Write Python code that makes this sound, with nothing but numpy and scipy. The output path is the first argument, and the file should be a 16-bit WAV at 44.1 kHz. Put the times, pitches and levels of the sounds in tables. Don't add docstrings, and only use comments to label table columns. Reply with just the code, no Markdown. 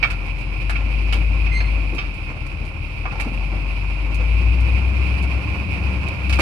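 import sys
import numpy as np
from scipy import signal
from scipy.fft import rfft, irfft, next_fast_len
from scipy.io import wavfile
from scipy.ndimage import uniform_filter1d

SR = 44100
rng = np.random.default_rng(int(sys.argv[2]) if len(sys.argv) > 2 else 0)


def master_out(mix):
    frames = np.transpose(np.atleast_2d(mix))
    ceiling = np.clip(frames, -1, 1)
    pcm = np.round(ceiling * 32767).astype(np.int16)
    wavfile.write(sys.argv[1], SR, pcm)


N = 282681
TIME = np.arange(N) / SR
TOP_HZ = 13100


def from_db(db):
    return 10 ** (np.asarray(db) / 20)


def unit(x):
    return x / np.sqrt(np.mean(x ** 2) + 1e-20)


def follow(curve):
    return np.interp(TIME, *np.transpose(curve))


def at_hz(points, hz):
    f, value = np.transpose(points)
    return np.interp(np.log(hz + 1), np.log(f + 1), value)


def humps(rows, axis):
    return sum(db * np.exp(-((axis - centre) / width) ** 2) for centre, width, db in rows)


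def add(mix, s, sound):
    part = mix[:, max(round(s * SR), 0):][:, :sound.shape[-1]]
    part += sound[..., :part.shape[-1]]


def waver(top_hz):
    hz = np.fft.rfftfreq(N, 1 / SR)
    return unit(irfft(rfft(rng.standard_normal(N)) * np.exp(-(hz / top_hz) ** 2), N))


def throb(firings, depth):
    return unit(1 + depth * np.cos(2 * np.pi * firings))


# frequency in Hz, left-right correlation.
CORRELATION = [(60, 0.76), (130, 0.39), (300, 0.73), (800, 0.89), (1080, 0.72), (1280, 0.22), (1550, -0.66),
               (2100, -0.18), (3500, 0.011), (5000, -0.06)]

def noise(colour, size=N):
    hz = np.fft.rfftfreq(size, 1 / SR)
    left, other = rfft(rng.standard_normal((2, size)))
    same = np.clip(at_hz(CORRELATION, hz), -1, 1)
    right = same * left + np.sqrt(1 - same ** 2) * other
    return unit(irfft(np.array([left, right]) * from_db(at_hz(colour, hz)), size))


def strike(t, t60_s, rise_s):
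    return (1 - np.exp(-t / rise_s)) * from_db(-60 * t / t60_s)


def burst(colour, t60_s, rise_s):
    t = np.arange(SR // 2) / SR
    return noise(colour, size=len(t)) * strike(t, t60_s, rise_s)


def ring(modes, scatter_db=3, detune=0.0073, apart_cycles=1):
    t = np.arange(SR // 2) / SR
    tones = np.zeros((2, len(t)))
    for hz, db, t60_s in modes:
        lag, luck = rng.random((2, 2, 1))
        detuned_hz = hz * (1 + detune * rng.uniform(-1.15, 1))
        cycles = detuned_hz * t + rng.random() + apart_cycles * lag
        gain = from_db(db + 2 * scatter_db * (luck - 1))
        tones += gain * strike(t, t60_s, rise_s=0.0031) * np.sin(2 * np.pi * cycles)
    return tones


def contact(sound, centre_hz, boost=1.71, q=2.07, reach=2.6):
    peaked = sound + boost * signal.lfilter(*signal.iirpeak(centre_hz, q, SR), sound)
    cutoff_hz = min(reach * centre_hz, TOP_HZ)
    return signal.sosfilt(signal.butter(4, cutoff_hz, fs=SR, output="sos"), peaked)


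# frequency in Hz, relative level in dB.
TYRE_SPECTRUM = [(100, 4.5), (220, 0.5), (310, 6), (440, -2.5), (540, 1), (640, -2.5), (800, -1.5),
                 (1080, -1), (1230, -6), (1400, -2), (1650, -6.5), (2200, -6.5), (4000, -22.5),
                 (12000, -39)]
# centre in seconds, half length in seconds, extra roar in dB.
ROUGH_PATCHES = [(2.3, 0.037, 5.5), (2.52, 0.031, 2.5), (3.25, 0.14, 1.5), (4.65, 0.088, 2)]

def tyres(level_db=-37.5, flutter_db=1.45):
    roar_db = level_db + revs_db(per_octave=8) + humps(ROUGH_PATCHES, TIME)
    return from_db(roar_db + flutter_db * waver(23.5)) * noise(TYRE_SPECTRUM)


# frequency in Hz, relative level in dB.
HISS_SPECTRUM = [(800, -32), (1700, -25), (2100, 1.5), (2500, 2.5), (3100, -1), (3450, -9), (4100, -10.5),
                 (5200, -15), (6300, -28.5), (8200, -25.5), (9900, -19), (11000, -31), (12000, -22.5),
                 (13300, -71)]

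def engine_hiss(firings, level_db=-42.5, flutter_db=1.5):
    hiss_db = level_db + revs_db(per_octave=5) + 0.11 * effort_db()
    return from_db(hiss_db + flutter_db * waver(22)) * noise(HISS_SPECTRUM) * throb(firings, depth=0.051)


# centre in Hz, half width in Hz, gain in dB.
RUNNING_EQ = [(1062, 9.7, 4.5), (1390, 18, 2.5), (2174, 16, -10), (3930, 19, 7.5), (4960, 110, -2),
              (5670, 180, 3), (7220, 30, 9), (9857, 25, 3)]

def running_noise(firings):
    gain = from_db(humps(RUNNING_EQ, np.fft.rfftfreq(N, 1 / SR)))
    return irfft(rfft(tyres() + engine_hiss(firings)) * gain, N)


# frequency in Hz, relative level in dB.
SCRAPE_SPECTRUM = [(2000, -21), (4000, 14), (5200, 3), (6200, 5.5), (7300, 4), (10000, 4), (13000, -6)]
# frequency in Hz, level in dB, longest T60 in seconds.
LINK_MODES = [(5140, 18, 0.04), (6600, 15, 0.05), (7600, 16, 0.05), (8600, 15, 0.06), (9550, 15, 0.05),
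              (11000, 14, 0.05), (12000, 14, 0.05)]

def clink(t60_s, crack_db=3.5, links_db=-23, rebound_db=-2, spread=0.078, grain_db=3.5):
    modes = [(hz * (1 + spread * rng.uniform(-1.01, 1)), db, min(longest_s, t60_s))
             for hz, db, longest_s in LINK_MODES]
    scrape = burst(SCRAPE_SPECTRUM, t60_s, rise_s=0.003)
    grain = unit(uniform_filter1d(rng.standard_normal(scrape.shape[1]), size=SR // 400))
    out = scrape * unit(from_db(grain_db * grain)) + from_db(links_db) * ring(modes)
    rebound_s = 0.11 * t60_s * rng.uniform(0.46, 1.0)
    for delay_s, db in [(0, 0), (rebound_s, rebound_db)]:
        add(out, delay_s, from_db(crack_db + db) * burst(SCRAPE_SPECTRUM, t60_s=0.025, rise_s=0.0006))
    return out


# start in seconds, level in dB, T60 in seconds.
CHAIN_TICKS = [(0.385, -52, 0.25), (1.946, -46.5, 0.15), (2.1393, -52, 0.09), (2.464, -47, 0.06),
               (2.6494, -51, 0.15), (3.207, -37, 0.043), (3.3341, -52, 0.084), (4.144, -42, 0.12),
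               (4.6043, -47, 0.11), (5.225, -44, 0.13), (6.0845, -40, 0.02)]

def chain():
    out = np.zeros((2, N))
    for s, db, t60_s in CHAIN_TICKS:
        add(out, s, from_db(db) * clink(t60_s))
    return out


# frequency in Hz, relative level in dB.
THUD_SPECTRUM = [(80, -29), (170, 1), (240, 5), (340, -2), (520, -2.5), (800, -6.5), (1300, -29),
                 (3000, -45)]
# start in seconds, level in dB, T60 in seconds, panel pitch in Hz.
LOAD_THUDS = [(1.144, -29.5, 0.33, 306), (1.925, -29, 0.3, 334), (2.604, -29, 0.15, 236),
              (3.257, -26, 0.091, 306), (3.267, -21.5, 0.1, 221), (3.313, -30, 0.093, 230),
              (3.358, -31.5, 0.14, 199), (3.526, -31.5, 0.2, 339.5), (4.021, -31.5, 0.12, 298),
              (6.388, -22.5, 0.4, 313), (6.39, -20, 0.092, 558)]

def load(bump_db=-5.5, panel_db=-1):
    out = np.zeros((2, N))
    t = np.arange(SR // 2) / SR
    for s, db, t60_s, hz in LOAD_THUDS:
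        panel = strike(t, t60_s, rise_s=0.00038) * np.sin(2 * np.pi * hz * t)
        bump = contact(burst(THUD_SPECTRUM, t60_s, rise_s=0.0022), hz, boost=1.2, q=2.7, reach=3.45)
        add(out, s, from_db(db) * (from_db(panel_db) * panel + from_db(bump_db) * bump))
    return out


# frequency in Hz, level in dB, T60 in seconds.
DECK_MODES = [(783, 4, 0.082), (865, 3, 0.084), (1040, 2.5, 0.049), (1387, -4, 0.08)]
# start in seconds, level in dB.
DECK_RATTLES = [(3.054, -32), (3.079, -39), (3.12, -32.5), (3.153, -30.5), (3.2, -33), (3.245, -31.5),
                (3.33, -43), (3.405, -35.5), (3.515, -36)]

def trailer_deck(scrape_db=-6, frame_db=-9, bounce_db=-7, bounce_s=0.045):
    out = np.zeros((2, N))
    for s, db in DECK_RATTLES:
        add(out, s, from_db(db + frame_db) * burst(THUD_SPECTRUM, t60_s=0.52, rise_s=0.013))
        bounces = [(bounce_s * late, bounce_db) for late in rng.random(size=2)]
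        for delay_s, blow_db in [(0, 0)] + bounces:
            board = ring(DECK_MODES, detune=0.038, apart_cycles=0.099)
            scrape = from_db(scrape_db) * burst(KNOCK_SPECTRUM, t60_s=0.13, rise_s=0.002)
            add(out, s + delay_s, from_db(db + blow_db) * (board + scrape))
    return out


def truck_bed(x, wet=0.37, t60_s=0.13):
    t = np.arange(SR // 8) / SR
    tail = rng.standard_normal((2, len(t))) * from_db(-60 * t / t60_s)
    tail /= np.linalg.norm(tail, axis=1, keepdims=True)
    return x + wet * signal.oaconvolve(x[None], tail, axes=1)[:, :N]


# time in seconds, fundamental in Hz.
SQUEAK_HZ = [(1.515, 2085), (1.535, 2075), (1.556, 2102), (1.58, 2114), (1.63, 2100), (1.7, 2095)]
# harmonic number, level in dB, lag after the slip in seconds, T60 in seconds.
SQUEAK_HARMONICS = [(1, -24, -.003, .05), (2, -31, .006, .16), (3, -46.5, .002, .12),
                    (4, -47.5, -.002, .08)]
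# centre in seconds, level in dB.
COUPLER_SLIPS = [(1.522, -4), (1.541, -5), (1.556, 0), (1.571, -4), (1.587, -12), (1.607, -9), (1.652, -11),
                 (1.68, -20)]

def hitch_squeak(jitter=0.009, rasp=0.58, chatter=0.46, judder_hz=280, slip_half_s=0.008, scrape_db=-42):
    cycles = np.cumsum(follow(SQUEAK_HZ) * (1 + jitter * waver(500))) / SR
    judder = np.cos(2 * np.pi * np.cumsum(judder_hz * (1 + 0.15 * waver(60))) / SR)
    tone = np.zeros(N)
    for k, db, lag_s, t60_s in SQUEAK_HARMONICS:
        drive = sum(from_db(slip_db) * np.exp(-((TIME - s - lag_s) / slip_half_s) ** 2)
                    for s, slip_db in COUPLER_SLIPS)
        pole = from_db(-60 / (t60_s * SR))
        envelope = from_db(db) * signal.lfilter([1 - pole], [1, -pole], drive + 1e-12)
        roughness = 1 + rasp * waver(120) + (k > 1) * chatter * judder
        tone += envelope * roughness * np.sin(2 * np.pi * k * cycles)
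    out = truck_bed(tone)
    add(out, COUPLER_SLIPS[0][0], from_db(scrape_db) * burst(SCRAPE_SPECTRUM, t60_s=0.22, rise_s=0.035))
    return out


def bite(hz):
    t = np.arange(SR // 8) / SR
    return strike(t, t60_s=0.017, rise_s=0.00088) * np.sin(2 * np.pi * (hz * t + rng.random()))


# frequency in Hz, relative level in dB.
KNOCK_SPECTRUM = [(100, -39), (300, 3), (520, 0), (800, 8.5), (1050, 2), (1400, 9.5), (2300, -2),
                  (3000, -3), (3500, -5.5), (4300, -5.5), (6000, -12), (13000, -65)]
# frequency in Hz, level in dB, T60 in seconds.
STEEL_MODES = [(710, -7, 0.15), (1170, -3, 0.23), (1386, -5, 0.3), (1696, -8.5, 0.24), (1836, -6, 0.11),
               (2227, -0.5, 0.088), (2320, -3, 0.096), (2569, -10, 0.18), (2690, -10, 0.15),
               (2980, -1.5, 0.078), (3200, -1.5, 0.11), (3665, -10.5, 0.19), (3750, -22, 0.15),
               (4170, -22, 0.23), (4730, -16.5, 0.12), (4870, -12, 0.11), (5470, -10, 0.11)]
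# start in seconds, level in dB, relative chain level in dB, clatter T60 in
# seconds, relative ring level in dB, contact pitch in Hz, relative bite level in dB.
HITCH_KNOCKS = [(0.0275, -23.5, -32, 0.068, -2, 2326, 7), (0.0337, -24, -22, 0.15, -0.5, 2330, 7),
                (0.047, -27, -19, 0.14, -7, 1400, -8), (0.1026, -31, -9, 0.26, -8, 2330, -10),
                (0.6949, -27, -9, 0.2, -7.5, 1830, -12), (0.7551, -35, -33, 0.15, 2, 2230, 7),
                (1.1251, -25.5, -7, 0.19, -4, 2910, 9.5), (1.461, -38.5, -29, 0.51, 2, 2530, -6),
                (1.604, -30, -23, 0.12, -9, 2020, -6), (1.982, -34.5, -16, 0.47, 6, 2930, -8),
                (3.0537, -29, -42, 0.11, -1.5, 1050, -3), (3.112, -43, -20, 0.3, -12, 1420, -12),
                (3.199, -30.5, -4.5, 0.083, -2.5, 2330, 4.5), (6.2955, -31, -2.5, 0.093, -2.5, 3000, -8),
                (6.326, -28, -4, 0.18, -1, 2850, -1), (6.3885, -20.5, -11.5, 0.083, -4.5, 1070, 4),
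                (6.3942, -27.5, -3.5, 0.1, -6, 2450, 3), (6.4024, -19, -9, 0.25, -12, 2610, -3)]

def hitch_knocks(clatter_db=-4, steel_db=-2, snap_db=-3, crack_db=3, rebound_db=-3, rebound_s=0.007,
                 bite_lag_s=0.001995):
    out = np.zeros((2, N))
    for s, db, chain_db, t60_s, ring_db, hz, bite_db in HITCH_KNOCKS:
        clatter = burst(KNOCK_SPECTRUM, t60_s, rise_s=0.003)
        steel = from_db(clatter_db) * clatter + from_db(ring_db + steel_db) * ring(STEEL_MODES)
        for delay_s, blow_db in [(0, 0), (rebound_s * rng.uniform(0.8, 1.2), rebound_db)]:
            crack = burst(KNOCK_SPECTRUM, t60_s=0.014, rise_s=0.0002)
            add(steel, delay_s, from_db(crack_db + blow_db) * crack)
            add(out, s + delay_s + bite_lag_s, from_db(db + bite_db + blow_db) * bite(hz))
        snap = from_db(chain_db + snap_db) * clink(t60_s=0.18)
        add(out, s, from_db(db) * (contact(steel, hz) + snap))
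    return out


def revs_db(per_octave, cruise_hz=52):
    return per_octave * np.log2(follow(FIRING_HZ) / cruise_hz)


def effort_db(cruise_db=-19):
    return uniform_filter1d(follow(BOOM_DB), size=SR // 3, mode="nearest") - cruise_db


# time in seconds, firing rate in Hz.
FIRING_HZ = [(0.0, 46.2), (0.47, 45.6), (0.78, 51.0), (1.3, 53.2), (1.84, 51.7), (2.2, 41.1), (2.88, 41.0),
             (3.22, 47.0), (3.6, 48.8), (4.02, 49.7), (4.35, 56.6), (4.7, 62.3), (5.0, 64.9), (5.7, 66.2),
             (5.95, 67.7), (6.19, 67.2), (6.41, 63.7)]
# time in seconds, level in dB.
BOOM_DB = [(0, -25.5), (0.52, -25.5), (0.72, -20.5), (1.19, -17), (1.78, -18), (2.11, -29.5), (2.68, -35),
           (3.0, -30), (3.43, -22), (4.03, -22.5), (4.23, -17), (4.5, -14.5), (5.0, -18.5), (5.26, -19.5),
           (5.38, -21.5), (5.44, -31), (5.51, -21), (5.57, -27), (5.64, -25), (5.7, -31), (5.76, -24.5),
           (5.89, -19), (5.95, -24.5), (6.02, -21), (6.09, -33), (6.19, -29.5), (6.25, -20.5), (6.35, -15),
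           (6.41, -17.5)]
# multiple of the eight-firing cycle rate, level before the pipe
# in dB, dB gained per dB of effort.
ENGINE_ORDERS = [(7, 4, 1.5), (9, -6.5, -2), (10, -3.5, -1), (11, 3, 0), (12, -0.5, 0), (13, 4, 0.85),
                 (14, 0, 1.3), (15, -4.5, -1.2), (16, 1.5, 0), (18, -0.5, 0.1), (19, -3, 0.2), (20, 0, 0),
                 (22, -2, -0.5), (23, 1, -0.5), (25, 0, 0.7), (26, -3.5, -1), (33, -0.5, 1)]
# frequency in Hz, gain in dB.
PIPE_SPECTRUM = [(15, -40), (30, -62), (50, -4.5), (76, -4.5), (92, -1), (125, -8), (155, -10), (185, -7),
                 (225, -16), (300, -13), (450, -33), (900, -64)]

def exhaust(firings, orders_db=-36, gas_db=-34, unsteady=0.32, wobble_db=0.17):
    boom = np.sqrt(2) * from_db(follow(BOOM_DB) + wobble_db * waver(20)) * np.sin(2 * np.pi * firings)
    cycles, cycle_hz = firings / 8, follow(FIRING_HZ) / 8
    load_db = effort_db()
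    orders = np.zeros(N)
    for k, db, growth in ENGINE_ORDERS:
        pipe_db = at_hz(PIPE_SPECTRUM, k * cycle_hz)
        gain = from_db(db + growth * load_db + pipe_db) * (1 + unsteady * waver(12))
        orders += gain * np.sin(2 * np.pi * (k * cycles + rng.random()))
    gas = noise(PIPE_SPECTRUM) * throb(firings, depth=0.34)
    flow = from_db(revs_db(per_octave=8) + 0.12 * load_db)
    return boom + flow * (from_db(orders_db) * orders + from_db(gas_db) * gas)


def scene():
    firings = np.cumsum(follow(FIRING_HZ)) / SR
    truck = exhaust(firings) + running_noise(firings)
    return truck + hitch_knocks() + trailer_deck() + chain() + load() + hitch_squeak()


# frequency in Hz, left minus right in dB.
BALANCE_DB = [(60, 4.5), (140, 3.5), (210, -1.5), (310, -0.5), (700, -1.5), (1200, 0.5), (8000, -2),
              (12500, 1.5)]
# centre in Hz, half width in Hz, gain in dB.
PORT_PEAKS = [(2481, 373, 16), (4890, 670, 6.5)]

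def record(dry, low_cut_hz=12):
    size = next_fast_len(N + SR // 4)
    hz = np.fft.rfftfreq(size, 1 / SR)
    lean_db = at_hz(BALANCE_DB, hz) / 2
    channel_gain = from_db([lean_db, humps(PORT_PEAKS, hz) - lean_db])
    low_cut = 1 / np.sqrt(1 + (low_cut_hz / (hz + 1)) ** 16)
    heard = irfft(rfft(dry, size) * low_cut * channel_gain, size)[:, :N]
    high_cut = signal.firwin(511, TOP_HZ, window=("kaiser", 9), fs=SR)
    return signal.oaconvolve(heard, high_cut[None], "same")


dry = scene()
out = record(dry)
master_out(out)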